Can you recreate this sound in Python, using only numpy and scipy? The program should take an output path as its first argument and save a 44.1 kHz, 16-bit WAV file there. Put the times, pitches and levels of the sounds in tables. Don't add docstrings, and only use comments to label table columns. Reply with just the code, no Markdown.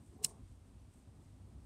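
import sys
import numpy as np
from scipy import signal
from scipy.fft import rfft, irfft
from scipy.io import wavfile
from scipy.ndimage import uniform_filter1d

SR = 44100
rng = np.random.default_rng(int(sys.argv[2]) if len(sys.argv) > 2 else 0)


def wav_out(sig):
    wavfile.write(sys.argv[1], SR, np.round(np.clip(np.atleast_2d(sig).T, -1, 1) * 32767).astype(np.int16))


def attenuation_scalar(level_db):
    decades = np.asarray(level_db, float) / 20
    return 10 ** decades


N = 72765


def rms_one(x):
    return x / np.sqrt(np.mean(x ** 2) + 1e-20)


def curve(rows):
    s, value = np.transpose(rows)
    return np.interp(np.arange(N) / SR, s, value)


def colour(x, spectrum):
    hz, db = np.transpose(spectrum)
    f = np.maximum(np.arange(N // 2 + 1) * SR / N, 1)
    below_db = np.maximum(np.log2(hz[0] / f), 0) * 24
    gain_db = np.interp(np.log(f), np.log(hz), db) - below_db
    return rms_one(irfft(rfft(x) * attenuation_scalar(gain_db), N))


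def drift(rate_hz):
    r = np.exp(-2 * np.pi * rate_hz / SR)
    white = rng.standard_normal(N + SR)
    return rms_one(signal.lfilter([1], [1, -2 * r, r * r], white)[SR:])


def resonance(x, hz, width_hz):
    r = np.exp(-np.pi * width_hz / SR)
    zeros = np.array([1, 0, -1]) * (1 - r * r) / 2
    poles = [1, -2 * r * np.cos(2 * np.pi * hz / SR), r * r]
    return signal.lfilter(zeros, poles, x)


def ring(clicks, hz, t60_s):
    r = attenuation_scalar(-60 / (t60_s * SR))
    w = 2 * np.pi * hz / SR
    return signal.lfilter([0, np.sin(w)], [1, -2 * r * np.cos(w), r * r], clicks + 1e-18)


def click(s, db):
    out = np.zeros(N)
    np.add.at(out, (np.asarray(s) * SR).astype(int), attenuation_scalar(db))
    return out


def hump(start_s, length_s):
    t = np.arange(N) / SR
    return np.sin(np.pi * np.clip((t - start_s) / length_s, 0, 1))


# start in seconds, peak in
# dB, ring in Hz.
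WHEEL_TEETH = [(.2290, -52, 7900), (.2298, -56, 5800), (.2352, -47, 9000), (.2368, -43, 8600),
               (.2385, -46, 10500), (.2392, -46, 5900), (.2390, -46, 7200), (.2447, -47, 2800),
               (.2468, -23, 5400), (.2490, -36, 5400), (.2503, -37, 5500), (.2530, -44, 4000),
               (.2456, -39, 13000), (.2468, -35, 12400), (.2516, -45, 13000), (.2414, -38, 8900),
               (.2423, -38, 7600), (.24345, -28, 7700), (.24425, -27, 7800), (.24495, -25, 7500),
               (.24565, -16, 8200), (.2463, -21, 8900), (.24685, -19, 9100), (.24705, -25, 7400),
               (.24765, -20, 8900), (.2481, -28, 9000), (.2492, -27, 8700), (.2504, -34, 9300),
               (.2510, -34, 7200), (.2524, -32, 7900), (.2530, -40, 5600), (.2580, -43, 9000),
               (.2608, -43, 9300)]
# time in seconds, grating level in dB.
WHEEL_STROKE = [
    (.221, -80),
    (.228, -62),
    (.236, -53),
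    (.244, -48),
    (.247, -40),
    (.253, -47),
    (.256, -54),
    (.268, -64),
    (.276, -80),
]
# frequency in Hz, density in dB per Hz.
GRATE_COLOUR = [(1500, -19), (2700, -5.5), (4000, -7), (6000, -3), (8800, 3), (10800, -7), (14500, -9.5),
                (16200, -20)]
TOOTH_CYCLES, TOOTH_CRACK_DB = 1.45, -21
GRITS_PER_S, GRIT_SPREAD_DB = 5700, 1.1


def wheel():
    t, out = np.arange(N) / SR, np.zeros(N)
    for s, db, hz in WHEEL_TEETH:
        age = np.clip((t - s) * hz / TOOTH_CYCLES, 0, 50)
        swell = age * np.exp(1 - age)
        out += attenuation_scalar(db) * swell * np.sin(2 * np.pi * hz * (t - s))
    s, db, hz = np.transpose(WHEEL_TEETH)
    cracks = click(s + TOOTH_CYCLES / hz, db + TOOTH_CRACK_DB)
    out += np.diff(cracks, 2, prepend=[0, 0])
    sizes = attenuation_scalar(GRIT_SPREAD_DB * np.minimum(rng.exponential(1, N), 4)) * rng.choice([-1, 1], N)
    grit = sizes * (rng.random(N) < GRITS_PER_S / SR)
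    stroke_db = curve(WHEEL_STROKE)
    return out + attenuation_scalar(stroke_db) * colour(grit, GRATE_COLOUR) * (stroke_db > -79)


# start in seconds, peak in dB.
LEVER_KNOCKS = [
    (.2372, -47),
    (.2390, -42),
    (.2414, -44),
    (.2472, -31),
    (.2483, -35),
    (.2496, -33),
    (.2511, -40),
]
# frequency in Hz, level in dB, t60 in seconds.
BODY_MODES = [(780, -26, 0.017), (1175, -23.5, 0.033), (2260, -11, 0.0059), (2830, -1.5, 0.0058),
              (4120, -13.5, .01), (4186, -9, 0.023), (5360, -6, 0.015), (7480, -6, 0.0092),
              (13200, -11.5, 0.0055), (14200, -7, 0.0055), (15530, -15, 0.0033)]


def lever():
    s, db = np.transpose(LEVER_KNOCKS)
    spread_db = rng.normal(0, 2.4, (len(s), len(BODY_MODES)))
    out = np.zeros(N)
    for k, (hz, level_db, t60_s) in enumerate(BODY_MODES):
        strikes = click(s, db + level_db + spread_db[:, k])
        out += resonance(ring(strikes, hz, t60_s), hz, 0.34 * hz)
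    return out


# time in seconds, level in dB.
GAS_FLOW_DB = [
    (.251, -92),
    (.258, -48),
    (.269, -54),
    (.275, -61),
    (.286, -59),
    (.300, -62),
    (.310, -64),
    (.318, -69),
    (.40, -92),
]
# frequency in Hz, density in dB per Hz.
GAS_COLOUR = [(1500, -21), (3800, -20), (6500, -11), (7900, -10), (8850, 2), (10000, -14), (13000, -23),
              (16000, -28)]
CATCH_S, CATCH_CUT_HZ = .299, 9700


def gas():
    flow_db = curve(GAS_FLOW_DB)
    flow = (flow_db > -91) * attenuation_scalar(flow_db + 1.5 * drift(90))
    jet = colour(rng.standard_normal(N), GAS_COLOUR)
    dull = signal.sosfiltfilt(signal.butter(6, CATCH_CUT_HZ, fs=SR, output="sos"), jet)
    caught = np.clip((np.arange(N) / SR - CATCH_S) / .004, 0, 1)
    return flow * (jet + .65 * caught * (dull - jet))


# start in seconds, peak in dB, frequency in Hz.
THUMB_PUSHES = [
    (.232, -57, 130),
    (.246, -47, 150),
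    (.2475, -52, 230),
    (.264, -57, 110),
]
THUMP_RISE_S = .0035


def thump():
    out = np.zeros(N)
    for s, db, hz in THUMB_PUSHES:
        t = np.clip(np.arange(N) / SR - s, 0, 1)
        push = t / THUMP_RISE_S * np.exp(1 - t / THUMP_RISE_S)
        out += attenuation_scalar(db) * push * np.sin(2 * np.pi * hz * t)
    return out


# frequency in Hz, density in dB per Hz.
RUMBLE_COLOUR = [(35, -14), (60, 4.5), (110, -12), (250, -10), (460, -22.5), (800, -25.5), (1250, -32.5),
                 (2400, -60.5)]
# time in seconds, level in dB.
TRAFFIC_SWELL = [
    (0.0, -54),
    (0.39, -56),
    (0.61, -63),
    (1.138, -57.5),
    (1.374, -54),
    (1.65, -54),
]
# frequency in Hz, width in Hz, level in dB.
TRAFFIC_HUM = [(95, 1.8, -65), (144.6, 14, -76), (192.4, 9.8, -77.5), (246.2, 26.3, -74.5)]
# start in seconds, length in seconds, level in dB.
DEEP_SURGES = [(-.02, 0.069, -56), (0.055, .07, -55.5), (0.242, 0.085, -60), (.32, .06, -60),
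               (0.373, .1, -52.5), (0.479, 0.072, -54.5), (.585, 0.078, -62.5), (.72, 0.061, -57.5),
               (0.794, 0.068, -59.5), (.85, 0.067, -57.5), (.92, 0.064, -61), (1.038, 0.081, -54.5),
               (1.15, 0.094, -59), (1.222, 0.14, -55.5), (1.326, 0.053, -57), (1.366, .13, -57),
               (1.483, 0.048, -56.5), (1.528, 0.071, -54), (1.58, .09, -55)]
SURGE_LOW_HZ, SURGE_HIGH_HZ = 47.5, 109
BED_DB, BED_FOLLOWS = -5.0, 0.16


def traffic():
    level_db = curve(TRAFFIC_SWELL)
    mean_db = level_db.mean()
    swell_db = level_db - mean_db
    bed_white, hum_white, _, surge_white = rng.standard_normal((4, N))
    hum = np.zeros(N)
    for hz, width_hz, db in TRAFFIC_HUM:
        order = resonance(resonance(hum_white, hz, width_hz), hz, 3 * width_hz)
        hum += attenuation_scalar(db) * rms_one(order)
    band = signal.butter(2, [SURGE_LOW_HZ, SURGE_HIGH_HZ], "band", fs=SR, output="sos")
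    lows = signal.sosfilt(band, surge_white)
    lows = lows / np.sqrt(uniform_filter1d(lows ** 2, size=800) + 2e-4)
    surge = sum(attenuation_scalar(db) * hump(s, length_s) for s, length_s, db in DEEP_SURGES)
    bed_db = mean_db + BED_DB + BED_FOLLOWS * swell_db + 1.4 * drift(12)
    bed = colour(bed_white, RUMBLE_COLOUR) * attenuation_scalar(bed_db)
    return bed + 0.81 * lows * surge + attenuation_scalar(swell_db) * hum


# frequency in Hz, width in Hz, centre in seconds, spread in seconds, level in dB.
ENGINE_BANDS = [(256, 65, 0.163, 0.0083, -57.5), (343, 54, 0.13, .03, -66.5), (426, 30, .225, 0.02, -57.5),
                (404, 40, .29, .03, -62.5), (741, 36, .21, .035, -70.5), (667, 230, .3, .05, -69),
                (887, 44, .29, 0.051, -75), (1050, 110, 0.27, 0.052, -69.5), (423, 50, .375, 0.022, -70.5),
                (732, 110, .37, 0.022, -75), (1010, 220, .37, .04, -76.5), (149.7, 23, .16, 0.012, -59)]
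THROB_HZ, THROB_DEPTH = 33, .3


def engine():
    t, out = np.arange(N) / SR, np.zeros(N)
    for hz, width_hz, centre_s, spread_s, db in ENGINE_BANDS:
        band = resonance(rng.standard_normal(N), hz, width_hz)
        band = rms_one(resonance(band, hz, 2 * width_hz))
        band = band / np.sqrt(uniform_filter1d(band ** 2, size=1300) + .1)
        out += band * attenuation_scalar(db) * np.exp(-.5 * ((t - centre_s) / spread_s) ** 2)
    return out * (1 + THROB_DEPTH * np.cos(2 * np.pi * THROB_HZ * (t - .225)))


# frequency in Hz, density in dB per Hz.
LEAF_COLOUR = [(700, -3), (1500, -3), (3000, -5), (6500, -9), (10500, -12), (12500, -17.5), (14300, -24),
               (15500, -38)]
LEAF_DB = -78.5


def leaves():
    flutter_db = .5 * drift(10)
    return attenuation_scalar(LEAF_DB + flutter_db) * colour(rng.standard_normal(N), LEAF_COLOUR)


# start in seconds, level in dB, frequency in Hz, length in seconds.
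INSECT_TICKS = [
    (.156, -73, 6000, .005),
    (.179, -73, 12000, .005),
    (.572, -81, 6600, .006),
    (.615, -79, 6000, .006),
    (.796, -74, 6000, .006),
    (1.244, -77, 6000, .006),
    (1.21, -79, 3400, .008),
]


def insects():
    t, out = np.arange(N) / SR, np.zeros(N)
    for s, db, hz, length_s in INSECT_TICKS:
        out += attenuation_scalar(db) * hump(s, length_s) ** 2 * np.sin(2 * np.pi * hz * t)
    return out


# start in seconds, peak in dB.
DRY_SNAPS = [
    (.0065, -76),
    (.0612, -68),
    (.0620, -71),
    (.1232, -75),
    (1.023, -76),
]


def snaps():
    contacts = click(*np.transpose(DRY_SNAPS))
    return ring(contacts, 8500, .003) + .4 * ring(contacts, 13500, .002)


# start in seconds, length in seconds, level in dB.
CLOTH_BRUSHES = [
    (-.08, .3, -84),
    (.4, .25, -88),
    (.89, .16, -83),
    (1.18, .11, -88),
]


def cloth():
    brush = sum(attenuation_scalar(db) * hump(s, length_s) for s, length_s, db in CLOTH_BRUSHES)
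    rough = brush * attenuation_scalar(2.0 * drift(67))
    return rough * colour(rng.standard_normal(N), [(5000, -8), (8000, 0), (14000, -12), (16000, -24)])


MIC_HZ, MIC_WIDTH_HZ, MIC_LIFT_DB = 8550, 900, 4.6


def scene():
    air = leaves() + insects() + snaps() + cloth()
    air = air + attenuation_scalar(MIC_LIFT_DB) * resonance(air, MIC_HZ, MIC_WIDTH_HZ)
    lighter = wheel() + lever() + thump() + gas()
    return (lighter + traffic() + engine() + air)[None]


def low_pass(x):
    return signal.sosfilt(signal.butter(12, 16120, fs=SR, output="sos"), x)


LOW_CUT_HZ, TOP_HZ = 34, 16150


def record(dry):
    x = signal.sosfilt(signal.butter(4, LOW_CUT_HZ, "high", fs=SR, output="sos"), dry)
    x = signal.sosfilt(signal.cheby2(20, 60, TOP_HZ, fs=SR, output="sos"), x)
    return low_pass(x)


dry = scene()
out = record(dry)
wav_out(out)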